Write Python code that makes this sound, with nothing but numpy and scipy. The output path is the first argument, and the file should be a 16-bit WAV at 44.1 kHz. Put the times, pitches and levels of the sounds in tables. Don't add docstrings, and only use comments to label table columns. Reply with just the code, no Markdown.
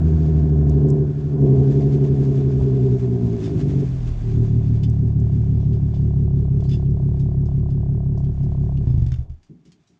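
import sys
import numpy as np
from scipy import signal
from scipy.fft import rfft, irfft
from scipy.io import wavfile
from scipy.ndimage import uniform_filter1d, map_coordinates

SR = 44100
rng = np.random.default_rng(int(sys.argv[2]) if len(sys.argv) > 2 else 0)


def transcribe(u):
    v = np.clip(np.atleast_2d(u).T, -1, 1)
    q = np.round(v * 32767).astype(np.int16)
    wavfile.write(sys.argv[1], SR, q)


N = 440559


def amp(db):
    return 10 ** (np.asarray(db) / 20)


def unit(x):
    return x / np.sqrt(np.mean(x ** 2) + 1e-20)


def steady(x):
    return x / np.sqrt(np.abs(uniform_filter1d(x ** 2, size=15200)) + 1e-14)


def curve(rows):
    return np.interp(np.arange(N) / SR, *np.transpose(rows))


def swells(rows):
    t = np.arange(N) / SR
    return sum(db * np.exp(-((t - s) / width_s) ** 2) for s, width_s, db in rows)


def wobble(knots_per_s):
    knots = rng.standard_normal(int(N * knots_per_s / SR) + 4)
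    return map_coordinates(knots, [np.arange(N) * knots_per_s / SR])


def colour(x, points, size=16384):
    hz, db = np.transpose(points)
    gain = amp(np.interp(np.log(np.fft.rfftfreq(size, 1 / SR) + 1), np.log(hz), db))
    cepstrum = irfft(np.log(gain + 1e-6))
    cepstrum[1:size // 2] *= 2
    cepstrum[size // 2 + 1:] = 0
    return signal.fftconvolve(x, irfft(np.exp(rfft(cepstrum))))[:len(x)]


def butter(x, hz, kind, order=2):
    return signal.sosfilt(signal.butter(order, hz, kind, fs=SR, output="sos"), x)


def resonate(x, hz, q):
    return signal.lfilter(*signal.iirpeak(hz, q, SR), x)


def add(track, s, sound):
    room = track[round(s * SR):][:len(sound)]
    room += sound[:len(room)]


def pipe_echo(x, share, trip_s=0.02489):
    late = lambda v: np.pad(v, (round(trip_s * SR), 0))[:len(v)]
    return x + share * late(x + share * late(x))


# valve lag in crank degrees, then boom, growl, ring, chuff
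# and boom change at full overrun, all in dB.
CYLINDERS = [(0, -1, -8, -2.5, 0, 0), (.3, -1, -4.5, -3, -2.3, -4), (5.5, 1, 0, -4, -8, 2),
             (6.5, 1, 2.5, 1.5, -14, -2), (7, .8, 2, .5, -7, 2), (.8, -1, -2.5, 1.5, -7.5, 0)]
LAG_DEG, CYL_BOOM_DB, CYL_GROWL_DB, CYL_RING_DB, CYL_CHUFF_DB, CYL_COAST_DB = np.transpose(CYLINDERS)
HEADER_DELAYS_S = [0.000043, .0013, 0.00015, 0.0021, 0.000053, 0.00091]

def pulses(firings, sizes_db, scatter_db, jitter_deg, header_share=0):
    n = np.arange(np.ceil(firings[0]), np.floor(firings[-1]))
    cylinder = n.astype(int) % len(CYLINDERS)
    chance = rng.standard_normal((len(n), 2))
    lag_deg = LAG_DEG[cylinder] + jitter_deg * chance[:, 0]
    at = np.interp(n + lag_deg / 120, firings, np.arange(N))
    at += np.broadcast_to(header_share, N)[at.astype(int)] * SR * np.array(HEADER_DELAYS_S)[cylinder]
    sizes = amp(sizes_db[cylinder] + scatter_db * chance[:, 1])
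    return np.bincount(np.round(at).astype(int), sizes, N)[:N]


def turbulence(firings, decay_firings=1):
    return unit(np.exp(-(firings % 1) / decay_firings) * rng.standard_normal(N))


# frequency in Hz, gain in dB.
SILENCER_SPECTRUM = [(45, -80.5), (70, 9), (90, -3.5), (110, 12), (135, 13), (160, 0), (180, 4), (205, -12),
                     (255, -13.5), (400, -48.5), (800, -92.5)]

def silencer_boom(firings, speed, overrun):
    train = pulses(firings, CYL_BOOM_DB, scatter_db=.35, jitter_deg=.35)
    train *= amp(overrun * CYL_COAST_DB[np.round(firings).astype(int) % len(CYLINDERS)])
    phasor = np.exp(2j * np.pi * firings)
    smooth = lambda v: uniform_filter1d(uniform_filter1d(v, size=4400), size=3800)
    fundamental = 2 * np.real(smooth(train / phasor) * phasor)
    overtones = unit(train - smooth(train) - fundamental)
    uneven = unit(pulses(firings, 5 * CYL_BOOM_DB, scatter_db=.6, jitter_deg=.4))
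    lope = .4 * (1 - speed) ** 3 * resonate(uneven, hz=133, q=5)
    pressure = overtones + lope + .06 * turbulence(firings)
    boom = colour(pipe_echo(pressure, share=.2), SILENCER_SPECTRUM)
    boom -= .75 * speed ** 2 * resonate(boom, hz=112, q=4)
    thinned = butter(boom, hz=148, kind="high")
    return steady(boom + overrun * (thinned - boom))


# time in seconds, level in dB.
NOTE_LEVEL_DB = [(0, -19.5), (.75, -18.5), (.97, -34), (1.7, -34), (2.3, -37), (3.2, -40), (3.85, -43),
                 (4.08, -24), (4.26, -28.5), (5.2, -35.5), (8.8, -30.5)]

def lowest_note(firings):
    tone = np.sqrt(2) * np.cos(2 * np.pi * (firings - .38))
    return tone * amp(curve(NOTE_LEVEL_DB) + .44 * wobble(3.2))


BURBLE_DEPTH_DB, BURBLES_PER_S = 1.7, 32
SURGE_LAG_FIRINGS = .3

def blowdown(firings, sizes_db, evenness):
    swing = wobble(BURBLES_PER_S) + 1.5 * wobble(4 * BURBLES_PER_S)
    burble = amp(BURBLE_DEPTH_DB * evenness * swing)
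    crack = pulses(firings, sizes_db, scatter_db=.9, jitter_deg=.6, header_share=1 - evenness)
    surge = pulses(firings - SURGE_LAG_FIRINGS, sizes_db, scatter_db=1.1, jitter_deg=1.3,
                   header_share=1 - evenness)
    levelling = amp(-evenness * sizes_db[np.floor(firings).astype(int) % len(CYLINDERS)])
    return burble * (levelling * (unit(crack) + .6 * unit(surge)) + .17 * turbulence(firings))


# frequency in Hz, gain in dB.
CHUFF_SPECTRUM = [(300, -25.5), (500, -5.5), (590, 4.5), (690, 10.5), (750, 4.5), (820, -6.5), (900, -3.5),
                  (1080, -5.5), (1190, -25.5), (1700, -32.5), (2500, -56.5), (6000, -66)]

def mouth_chuff(firings, speed):
    pops = unit(pulses(firings, CYL_CHUFF_DB, scatter_db=1.1, jitter_deg=.8))
    rush = (.3 + 1.4 * speed) * turbulence(firings, decay_firings=.3 + .8 * speed)
    return steady(colour(pops + rush, CHUFF_SPECTRUM))


# frequency in Hz, gain in dB.
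FLOW_SPECTRUM = [(700, -25), (1150, 0), (1500, 3), (1780, -1), (2050, -16.5), (4000, -36)]
FLOW_IDLE_DB, FLOW_SPEED_DB = -74, 16.5

def gas_flow(firings, speed):
    rush = unit(colour(turbulence(firings), FLOW_SPECTRUM))
    return rush * amp(FLOW_IDLE_DB + FLOW_SPEED_DB * speed ** 2)


# time in seconds, drive in dB.
THROTTLE_DB = [(0.05, -26.5), (0.76, -23.5), (0.85, -20.5), (1.0, -25), (1.14, -35), (1.31, -31.5),
               (1.45, -17.5), (1.58, -21.5), (2.58, -26.5), (2.94, -24), (2.97, -24.5), (3.83, -25.5),
               (3.885, -38.5), (4.21, -48.5), (4.28, -34), (4.38, -29), (4.75, -30)]
# centre in seconds, half-width in seconds, drive change in dB.
STUMBLES = [(3.0, 0.024, -11.5), (5.91, 0.055, -5), (8.35, 0.035, -8.5)]
# firing rate in Hz, gain in dB.
BOOM_BY_RATE_DB = [(35, 3.5), (38, 1), (43, 1), (55, -9), (64, -2), (80, -2.5)]
# time in seconds, level over the drive in dB.
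RING_OVER_DRIVE_DB = [(.72, -7), (.86, -4), (1.0, 0.5), (1.2, -3.5), (2.4, -3), (2.9, 0), (3.3, -6),
                      (4.35, -2), (4.7, -9.5), (5.5, -6), (6.5, -3)]
# centre in seconds, half-width in seconds, chuff boost in dB.
SPITS = [(.617, 0.0064, 7), (5.93, 0.047, 5.5)]
IDLE_FROM_S, IDLE_SAG_DB_PER_S, CHUFF_RISE_DB_PER_S = 4.14, 2, 3

def exhaust_levels(rate_hz, speed):
    idling_s = np.maximum(np.arange(N) / SR - IDLE_FROM_S, 0)
    drive_db = curve(THROTTLE_DB) + swells(STUMBLES) - IDLE_SAG_DB_PER_S * idling_s
    boom_db = .59 * drive_db + np.interp(rate_hz, *np.transpose(BOOM_BY_RATE_DB))
    growl_db = -7 + .84 * drive_db
    ring_db = drive_db + curve(RING_OVER_DRIVE_DB)
    chuff_db = -29 + .91 * drive_db + 6 * speed + CHUFF_RISE_DB_PER_S * idling_s + swells(SPITS)
    return boom_db, growl_db, ring_db, chuff_db


# time in seconds, firing rate in Hz.
FIRING_RATE_HZ = [(0, 79.81), (.76, 72.89), (1.35, 72.78), (1.55, 66.79), (1.78, 71.14), (2.5, 67.66),
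                  (2.9, 63.98), (3.28, 57.9), (3.65, 48.6), (4.22, 37.69), (4.9, 36.39), (6.0, 35.57),
                  (6.4, 34.6), (7.8, 34.91), (8.85, 34.81)]
# time in seconds, share of the boom's bass lost.
OVERRUN = [(2.9, 0.2), (3.35, 0.86), (3.9, 0.4), (4.1, 0.24)]
# frequency in Hz, gain in dB.
GROWL_SPECTRUM = [(120, -33), (190, -9.5), (215, -2.5), (238, 3.5), (280, 2), (315, -3), (360, -12),
                  (460, -36.5), (700, -67), (1500, -98.5)]
# frequency in Hz, gain in dB.
RING_SPECTRUM = [(200, -37), (300, -19), (335, -4.5), (365, 5.5), (400, 7.5), (425, -3), (460, -20),
                 (520, -17), (700, -51), (1500, -85.5)]
GROWL_LAG_FIRINGS, RING_LAG_FIRINGS, MOUTH_LAG_FIRINGS = .25, .17, .27
FIRST_CYLINDER_S = 7.1346

def exhaust():
    rate_hz = curve(FIRING_RATE_HZ)
    firings = np.cumsum(rate_hz) / SR
    firings -= firings[round(FIRST_CYLINDER_S * SR)]
    speed = (rate_hz - rate_hz.min()) / np.ptp(rate_hz)
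    overrun = curve(OVERRUN)
    coasting = overrun - overrun.min()
    evenness = np.clip(.6 * speed + .75 * coasting, 0, 1)
    boom_db, growl_db, ring_db, chuff_db = exhaust_levels(rate_hz, speed)

    boom = amp(boom_db) * silencer_boom(firings, speed, overrun)
    note = lowest_note(firings)
    growl_pulses = blowdown(firings - GROWL_LAG_FIRINGS, CYL_GROWL_DB, evenness)
    growl = amp(growl_db) * steady(colour(growl_pulses, GROWL_SPECTRUM))
    ring_pulses = blowdown(firings - RING_LAG_FIRINGS, CYL_RING_DB, evenness)
    ring = amp(ring_db) * steady(colour(ring_pulses, RING_SPECTRUM))
    coast_burble = amp(2 * BURBLE_DEPTH_DB * coasting * wobble(BURBLES_PER_S))
    chuff = amp(chuff_db) * mouth_chuff(firings - MOUTH_LAG_FIRINGS, speed)
    flow = gas_flow(firings - MOUTH_LAG_FIRINGS, speed)
    ignition = curve([(8.85, 1), (8.868, 0)])
    return ignition * (note + coast_burble * boom + growl + ring + chuff + flow)


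# frequency in Hz, bandwidth in Hz, gain in dB.
TRIM_MODES = [(2770, 40, -7), (3060, 32, -4.5), (3493, 58, -2.5), (4630, 36, -5), (4990, 51, -5),
              (5110, 37, -6.5), (5160, 61, -12), (6070, 100, -17.5)]

def trim_ring(x, scatter_db=0, stretch=1):
    return sum(amp(db + scatter_db * rng.standard_normal()) * resonate(x, stretch * hz, q=hz / width_hz)
               for hz, width_hz, db in TRIM_MODES)


# time in seconds, level in dB.
HISS_LEVEL_DB = [(0, -58.5), (1.15, -62.5), (1.65, -57), (3.2, -58), (3.5, -55.5), (4.3, -56), (5.0, -63.5),
                 (8.0, -70), (9.1, -64.5), (9.3, -76)]
# centre in seconds, half-width in seconds, hiss boost in dB.
GRIT_PATCHES = [(.22, 0.11, 2.5), (1.72, 0.017, 4.5), (1.82, 0.018, 3.5), (1.94, 0.017, 4),
                (2.05, 0.018, 4), (2.63, 0.02, 4), (3.0, 0.011, 3), (3.44, 0.079, 6), (3.61, 0.015, 6),
                (3.7, 0.022, 6.5), (3.8, 0.021, 4), (4.08, 0.013, 3.5)]
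# centre in seconds, half-width in seconds, rumble boost in dB.
BUMPS = [(1.6, 0.079, 5), (2.61, 0.025, 11.5)]
# frequency in Hz, gain in dB.
HISS_SPECTRUM = [(650, -19), (1100, -4), (1320, -6), (1770, -5), (1930, -8.5), (2210, -6.5), (3220, -11),
                 (3510, -9), (3950, -12.5), (4810, -12), (6710, -13), (7120, -15.5), (8450, -25),
                 (11000, -60), (18600, -120)]
# frequency in Hz, gain in dB.
RUMBLE_SPECTRUM = [(12, -18), (24, -14), (45, -11.5), (60, -5.5), (75, 6), (100, -7.5), (160, -18.5),
                   (300, -24), (500, -33.5), (720, -32.5), (1100, -44.5), (2000, -78.5)]
SWISH_DB, SWISHES_PER_S = .92, 18
RUMBLE_DB, STALL_S, RUMBLE_DECAY_DB_PER_S = -33, 9.28, 137

def hiss_and_rumble():
    level_db = curve(HISS_LEVEL_DB)
    hiss_db = level_db + swells(GRIT_PATCHES) + SWISH_DB * wobble(SWISHES_PER_S)
    grit = rng.standard_normal(N) * amp(1.6 * wobble(700))
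    hiss = unit(colour(grit, HISS_SPECTRUM)) * amp(1.2 * wobble(25))
    chatter = unit(butter(trim_ring(grit), 7000, "low", order=10) * amp(6 * wobble(22)))
    rumble_db = RUMBLE_DB + .58 * (level_db - level_db.mean()) + swells(BUMPS)
    rumble_db -= RUMBLE_DECAY_DB_PER_S * np.maximum(np.arange(N) / SR - STALL_S, 0)
    rumble = unit(colour(rng.standard_normal(N), RUMBLE_SPECTRUM))
    return amp(hiss_db) * (hiss + amp(-20.5) * chatter) + amp(rumble_db) * rumble


# frequency in Hz, gain in dB.
STREET_SPECTRUM = [(24, -53.5), (40, -20), (102, -6.5), (166, -5.5), (300, -14.5), (377, -11), (451, -27.5),
                   (737, -15), (2000, -49), (2600, -80.5), (4400, -120)]

def street():
    hum = unit(colour(rng.standard_normal(N), STREET_SPECTRUM))
    return amp(-69.5) * hum + amp(-104.5) * rng.standard_normal(N)


# start in seconds, peak in dB.
STONES = [(.5, -61), (0.696, -43), (0.886, -46.5), (0.902, -38), (3.134, -57), (4.0767, -50),
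          (4.898, -46.5), (5.075, -55.5), (5.2, -51)]
# frequency in Hz, gain in dB.
SNAP_SPECTRUM = [(2000, -33), (4000, -14), (5500, 0.5), (7200, 1), (9000, -12.5), (13000, -41.5)]
SNAP_T60_S = .025

def grit_snaps():
    out, t = np.zeros(N), np.arange(SR // 12) / SR
    for s, db in STONES:
        burst = rng.standard_normal(len(t)) * amp(-60 * t / SNAP_T60_S)
        snap = colour(burst, SNAP_SPECTRUM)
        add(out, s, amp(db) * snap / np.abs(snap).max())
    return out


# start in seconds, peak in dB, gain at 2-3.5 kHz in dB, T60 in seconds.
TICKS = [(3.4395, -39, -2, 0.13), (4.833, -37.5, 2, 0.1), (5.598, -52, 3, 0.77), (5.73, -49.5, 2, .2),
         (5.94, -48, 3, 0.29), (6.36, -58.5, 3, 0.081), (6.603, -49, -2, 0.089), (6.6368, -50.5, -4, 0.33),
         (6.691, -41, 0, 0.13), (6.713, -38, 4, 0.14), (6.733, -39, 0.5, 0.15), (6.85, -56.5, 6.5, 0.21),
         (6.903, -59, -16, .08), (7.196, -49, -0.5, 0.15), (7.456, -52.5, -5, 0.16), (7.7, -52.5, 1, 0.18),
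         (8.175, -51, -15, 0.14), (8.24, -50.5, 3, 0.13), (8.431, -57, -6, 0.13), (8.772, -45, 4.5, 0.055),
         (9.14, -41, 8, 0.043), (9.43, -55, -2, 0.19), (9.652, -55.5, -2, 0.24), (9.719, -48, -6.5, 0.1),
         (9.873, -57, -8, 0.25)]

def trim_ticks():
    out, t = np.zeros(N), np.arange(SR // 6) / SR
    for s, db, low_db, t60_s in TICKS:
        scrape = rng.standard_normal(len(t)) * amp(-60 * t / t60_s)
        faintness = np.clip((-37 - db) / 14, 0, 1)
        ring = trim_ring(scrape, scatter_db=2, stretch=1 + faintness * rng.uniform(-.12, .12))
        spectrum = [(700, -10), (2000, low_db), (3500, low_db), (5000, -2), (7000, -2),
                    (10000, -25), (14000, -45)]
        tick = colour(ring + (.1 + .2 * faintness) * scrape, spectrum)
        add(out, s, amp(db) * tick / np.abs(tick).max())
    return out


# start in seconds, level in dB.
KNOCKS = [(4.085, -37), (9.284, -50), (9.491, -38.5), (9.649, -44.5), (9.73, -54), (9.89, -51.5)]
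# frequency in Hz, gain in dB.
MOUNT_SPECTRUM = [(35, -58), (60, -2.5), (126, -2.5), (162, 10.5), (210, -1.5), (277, -2.5), (424, -11),
                  (493, -29), (531, -21.5), (1200, -79), (1560, -99), (2640, -120)]
KNOCK_RISE_S, KNOCK_T60_S = .00095, .44

def mount_knocks():
    out, t = np.zeros(N), np.arange(SR // 2) / SR
    attack = 1 - np.exp(-t / KNOCK_RISE_S)
    for s, db in KNOCKS:
        shake = unit(colour(rng.standard_normal(len(t)), MOUNT_SPECTRUM))
        add(out, s, shake * attack * amp(db - 60 * t / KNOCK_T60_S))
    return out


# start in seconds, puff level in dB, air hiss level in dB.
PUFFS = [(8.8712, -8, -57.5), (8.903, -9.5, -56), (8.941, -8.5, -62), (8.977, -6, -58), (9.02, -6, -53.5),
         (9.064, -8, -50), (9.119, -9.5, -45), (9.186, -12.5, -60), (9.2968, -21, -61.5)]
# frequency in Hz, gain in dB.
PUFF_SPECTRUM = [(13, -37), (24, -4.5), (65, 6), (100, 5.5), (135, 12), (165, 0), (200, -19), (250, -2),
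                 (300, -15.5), (370, -8), (450, -26), (700, -16), (1100, -22), (1800, -55), (3000, -83)]
FIRST_CUTOFF_HZ, CUTOFF_DECAY_S, AIR_T60_S = 280, .26, .055

def run_down():
    out, t = np.zeros(N), np.arange(SR // 4) / SR
    stroke = colour(signal.unit_impulse(len(t)), PUFF_SPECTRUM)
    for s, db, air_db in PUFFS:
        cutoff_hz = FIRST_CUTOFF_HZ * np.exp((PUFFS[0][0] - s) / CUTOFF_DECAY_S)
        puff = butter(stroke, cutoff_hz, "low")
        puff *= amp(db) / np.abs(puff).max()
        air = unit(colour(rng.standard_normal(len(t)), HISS_SPECTRUM)) * amp(air_db - 60 * t / AIR_T60_S)
        add(out, s, pipe_echo(puff + air + 2.8 * trim_ring(air), share=-.5, trip_s=.0205))
    return out


def scene():
    engine = exhaust() + run_down() + mount_knocks()
    return (engine + trim_ticks() + grit_snaps() + hiss_and_rumble() + street())[None]


def record(dry):
    return butter(dry, hz=14400, kind="low", order=12)


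dry = scene()
out = record(dry)
transcribe(out)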